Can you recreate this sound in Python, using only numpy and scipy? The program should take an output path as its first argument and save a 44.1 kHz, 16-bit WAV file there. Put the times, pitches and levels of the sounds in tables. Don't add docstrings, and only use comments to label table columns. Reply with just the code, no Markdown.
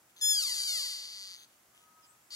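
import sys
import numpy as np
from scipy import signal
from scipy.fft import rfft, irfft, next_fast_len
from scipy.io import wavfile
from scipy.ndimage import map_coordinates

SR = 44100
rng = np.random.default_rng(int(sys.argv[2]) if len(sys.argv) > 2 else 0)


def unload_wav(signal):
    wavfile.write(
        sys.argv[1],
        SR,
        np.round(np.clip(np.atleast_2d(signal).T, -1, 1) * 32767).astype(np.int16),
    )


N = 103635
TIME_S = np.arange(N) / SR
TOP_HZ = 15800

# f/Hz, T60/s
TRUNK_T60 = [(500, 0.41), (4500, 0.49), (9000, 0.11), (15000, 0.05)]


def amp(db):
    return 10 ** (np.asarray(db) / 20)


def unit(x):
    return x / np.sqrt(np.mean(x ** 2) + 1e-20)


def along(points, hz):
    f, value = np.transpose(points)
    return np.interp(np.log(hz + 1), np.log(f + 1), value)


def curves(rows):
    times_s, *columns = np.transpose(rows)
    return [np.interp(TIME_S, times_s, column) for column in columns]


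def wobble(rate_hz):
    return map_coordinates(rng.standard_normal(N), [TIME_S * rate_hz], mode="wrap")


def arch(start_s, length_s):
    return np.sin(np.pi * np.clip((TIME_S - start_s) / length_s, 0, 1))


def filtered(x, response):
    size = 2 * next_fast_len(N)
    return irfft(rfft(x, size) * response(np.fft.rfftfreq(size, 1 / SR)), size)[..., :N]


def causal(gain):
    cepstrum = irfft(np.log(gain + 1e-6))
    half = len(cepstrum) // 2
    return np.exp(rfft(np.concatenate([cepstrum[:1], 2 * cepstrum[1:half], np.zeros(half)])))


def pulses(at, size, half_taps=8):
    index = np.floor(at).astype(int)[:, None] + np.arange(1 - half_taps, half_taps + 1)
    offset = index - at[:, None]
    taps = size[:, None] * np.sinc(offset) * np.cos(np.pi * offset / (2 * half_taps)) ** 2
    return np.bincount(np.clip(index, 0, N).ravel(), taps.ravel(), N + 1)[:N]


def from_left(x, lag_s=0.0001725):
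    # f/Hz, gain/dB
    shadow = [(300, 0), (700, -4), (1250, -12), (1750, -13), (2100, -7), (2700, -1.5), (3400, -3.5),
              (4400, 0), (5200, -1.5), (6000, -1), (6800, -5), (7700, -2.5), (10200, -6), (11400, -5),
              (12200, -8), (15000, -11)]
    right = filtered(x, lambda f: amp(along(shadow, f)) * np.exp(-2j * np.pi * f * lag_s))
    return np.array([x, right])


def echoes(x, t60_points):
    hz, t, noise = signal.stft(rng.standard_normal((2, SR // 2)), SR, nperseg=256)
    decay = amp(-60 * t / along(t60_points, hz)[:, None])
    tail = signal.istft(noise * decay, SR, nperseg=256)[1]
    return signal.fftconvolve(np.atleast_2d(x), tail / np.linalg.norm(tail[0]), axes=1)[:, :N]


def still_air(level_db=-65.5, rise_db_per_s=0.27):
    # f/Hz, relative level/dB
    spectrum = [(15, -82.5), (25, -40), (53, -6.5), (86, -11.5), (119, -2.5), (156, -8), (188, -4.5),
                (368, -5), (421, -7.5), (614, -5.5), (666, -5), (1410, -4), (4040, -13), (6550, -8.5),
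                (15500, -12.5)]
    # f/Hz, correlation
    likeness = [(30, 0.96), (120, 0.92), (250, 1), (500, 0.55), (900, 0.52), (2000, 0), (4000, 0.37),
                (7000, 0.096), (15000, 0.1)]

    def mid_side(f):
        angle = np.arccos(np.clip(along(likeness, f), -1, 1)) / 2
        return amp(along(spectrum, f)) * [np.cos(angle), np.sin(angle)] * (f < TOP_HZ)

    mid, side = filtered(rng.standard_normal((2, N)), mid_side)
    gain = amp(level_db + rise_db_per_s * (TIME_S - N / 2 / SR))
    return gain * unit(np.array([mid + side, mid - side]))


def rustles(grain_db=4, grain_hz=640):
    # centre t/s, length/s, level/dB
    stirs = [(0.104, 0.037, -71), (1.534, 0.086, -70), (1.772, 0.074, -64), (1.827, 0.084, -68.5),
             (2.04, 0.083, -67.5)]
    # f/Hz, relative level/dB
    spectrum = [(1000, -34), (3000, 10), (4500, -7), (7500, 3), (11000, -2), (15000, -25)]
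    grains = rng.standard_normal(N) * amp(grain_db * wobble(grain_hz))
    leaves = filtered(grains, lambda f: amp(along(spectrum, f)))
    envelope = sum(amp(db) * arch(centre_s - length_s / 2, length_s) for centre_s, length_s, db in stirs)
    return unit(from_left(leaves)) * envelope


def croak(start_s=0.164, end_s=1.45, level_db=-55, rate_hz=210):
    # f/Hz, relative gain/dB
    mouth = [(500, -29), (1200, -7), (1600, -4), (2600, -2), (3600, 5), (4600, 4.5), (5700, -15),
             (6350, 13.5), (7000, -13.5), (10000, -4.5), (15000, -12)]
    cycles = (TIME_S - start_s) * rate_hz + 0.22 * wobble(150)
    on = (TIME_S > start_s) & (TIME_S < end_s)
    flutter = on * np.exp(-3 * (cycles % 1)) * rng.standard_normal(N)
    flutter = amp(level_db) * flutter / flutter[on].std()
    return filtered(flutter, lambda f: causal(unit(amp(along(mouth, f)))))


def vocal_folds(pitch, effort):
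    # f/Hz, gain/dB
    air_colour = [(400, 4.5), (1800, 4.5), (3300, -10.5), (4700, 1), (6300, 9), (9000, 13.5), (15000, 4.5)]
    jitter_s, shimmer_db, waver, swell_db, air_gain = 0.000031, 2.5, 0.0091, 0.5, amp(-7.5)
    full_db, soft_db, dull_db, dull_hz = -29.5, -44, -7, 6150
    hz, = curves(pitch)
    db, rough = curves(effort)
    rough = np.clip(rough, 0, 1)
    on = (TIME_S >= effort[0][0]) & (TIME_S <= effort[-1][0])

    cycles = np.cumsum(on * hz * (1 + waver * rough * wobble(280))) / SR
    i = np.flatnonzero(np.diff(np.ceil(cycles)) > 0)
    at = i + (np.ceil(cycles[i]) - cycles[i]) / (cycles[i + 1] - cycles[i])
    jitter, shimmer = rough[i] * rng.standard_normal((N // 20, 2))[:len(i)].T
    size = np.sqrt(SR / hz[i]) * amp(shimmer_db * shimmer)
    split = 0.5 * arch(start_s=0.492, length_s=0.18)[i]
    size *= (1 + split * np.cos(np.pi * np.arange(len(i)))) / np.sqrt(1 + split ** 2)
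    voice = pulses(at + SR * jitter_s * jitter, size)

    puff = np.exp(-0.86 * (cycles % 1))
    puff /= np.sqrt(np.mean(puff[on] ** 2))
    air = on * air_gain * rough * puff * rng.standard_normal(N)
    air = filtered(air, lambda f: causal(amp(along(air_colour, f))))
    push = amp(db + swell_db * rough * wobble(76))
    flow = push * (voice + air) / np.sqrt(1 + (air_gain * rough) ** 2)

    soft = np.clip((full_db - db) / (full_db - soft_db), 0, 1)
    dulled = filtered(soft * flow, lambda f: causal(amp(dull_db / (1 + (dull_hz / (f + 1)) ** 8))))
    return (1 - soft) * flow + dulled


def deer(resonance_hz=4700, width_hz=1900):
    # t/s, f/Hz
    pitches = [
        [(.208, 1813), (.224, 1694), (.27, 1716), (.305, 1722), (.335, 1690), (.362, 1638), (.385, 1601),
         (.408, 1475), (.434, 1286), (.482, 1038), (.526, 942.3), (.56, 839.2), (.585, 805.7), (.62, 767.3),
         (.66, 801), (.68, 757.4), (.715, 722.7), (.75, 687.4), (.80, 593.3), (.90, 425.7), (1.0, 290.4),
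         (1.07, 237.9), (1.17, 198.1), (1.31, 190.6), (1.335, 164.7), (1.355, 128), (1.368, 76.2),
         (1.385, 59.2)],
        [(2.305, 421), (2.325, 555), (2.35, 758)],
    ]
    # t/s, source level/dB, roughness/0-1
    efforts = [
        [(.208, -55, .15), (.213, -32.5, 0.12), (.223, -27.5, 0.04), (.243, -24.5, 0.02), (.32, -23, 0.05),
         (.34, -26.5, 0.08), (.38, -29.5, 0.27), (.415, -32, 0.62), (.435, -29, 0.44), (.452, -32, 0.36),
         (.485, -32.5, 0.87), (.53, -33, 0.62), (.56, -33.5, 0.87), (.59, -33.5, 0.69), (.62, -34, 0.81),
         (.655, -33.5, .55), (.675, -32.5, .6), (.69, -30.5, 0.35), (.80, -32.5, 0.34), (.90, -35.5, 0.37),
         (1.0, -40.5, 0.46), (1.08, -43.5, 0.45), (1.22, -43.5, 0.42), (1.325, -46.5, 0.46), (1.35, -47, 0.28),
         (1.378, -62, 0.12), (1.39, -70, 0.06)],
        [(2.305, -48.5, 0.37), (2.325, -42, 0.48), (2.35, -39, 0.55)],
    ]
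    # f/Hz, relative gain/dB
    throat = [(150, -51.5), (400, -37.5), (620, -29.5), (790, -36), (1000, -25), (1250, -24), (1700, -25.5),
              (2000, -13), (2400, -24), (2900, -11), (3400, -11.5), (3800, -9.5), (4080, -10.5),
              (4330, -1.5), (4750, 2), (4950, -4.5), (5200, -7.5), (5550, -14.5), (5800, -8.5),
              (6100, -15.5), (6750, -7), (7500, -12), (8400, -8.5), (9500, -15.5), (10200, -13.5),
              (11400, -24), (12100, -17.5), (14000, -20.5), (15800, -34)]

    def tract(f):
        allpass = np.exp(-2j * np.arctan2(f * width_hz, resonance_hz ** 2 - f ** 2))
        return allpass * causal(unit(amp(along(throat, f))))

    source = sum(vocal_folds(pitch, effort) for pitch, effort in zip(pitches, efforts))
    return from_left(croak() + filtered(source, tract))


def far_call(start_s=1.72, end_s=2.19, pitch_hz=317, sag=0.05, flutter_db=2.5):
    # harmonic number, level before panning/dB
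    harmonics = [(2, -93), (3, -74.5), (4, -68), (5, -86)]
    envelope = np.sqrt(np.abs(arch(start_s, end_s - start_s)))
    hz = pitch_hz * (1 - sag * (1 - envelope) ** 2 + 0.0078 * wobble(90))
    phase = 2 * np.pi * np.cumsum(hz) / SR
    note = envelope * sum(amp(db + flutter_db * wobble(24.2)) * np.sin(k * phase) for k, db in harmonics)
    pan = amp([[2], [-4]])
    return (note + 0.3 * echoes(note, TRUNK_T60)) * pan


def birds():
    # t/s, length/s, start f/Hz, end f/Hz, level/dB
    notes = [(2.014, 0.055, 5150, 4750, -63), (2.036, 0.12, 7860, 7850, -63), (2.194, .12, 7450, 7500, -72)]
    song = np.zeros(N)
    for start_s, length_s, start_hz, end_hz, db in notes:
        hz, = curves([(start_s, start_hz), (start_s + length_s, end_hz)])
        phase = 2 * np.pi * np.cumsum(hz * (1 + 0.043 * wobble(300))) / SR
        song += amp(db) * arch(start_s, length_s) * np.sin(phase)
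    return echoes(song, [(5000, 0.07)])


def scene(trunks_db=-16.5, near_db=-13, near_t60_s=0.054):
    calls = deer()
    tail = amp(trunks_db) * echoes(calls, TRUNK_T60)
    scatter = amp(near_db) * echoes(calls, [(5000, near_t60_s)])
    return calls + tail + scatter + far_call() + birds() + rustles() + still_air()


def record(dry):
    return filtered(dry, lambda f: f < TOP_HZ)


dry = scene()
out = record(dry)
unload_wav(out)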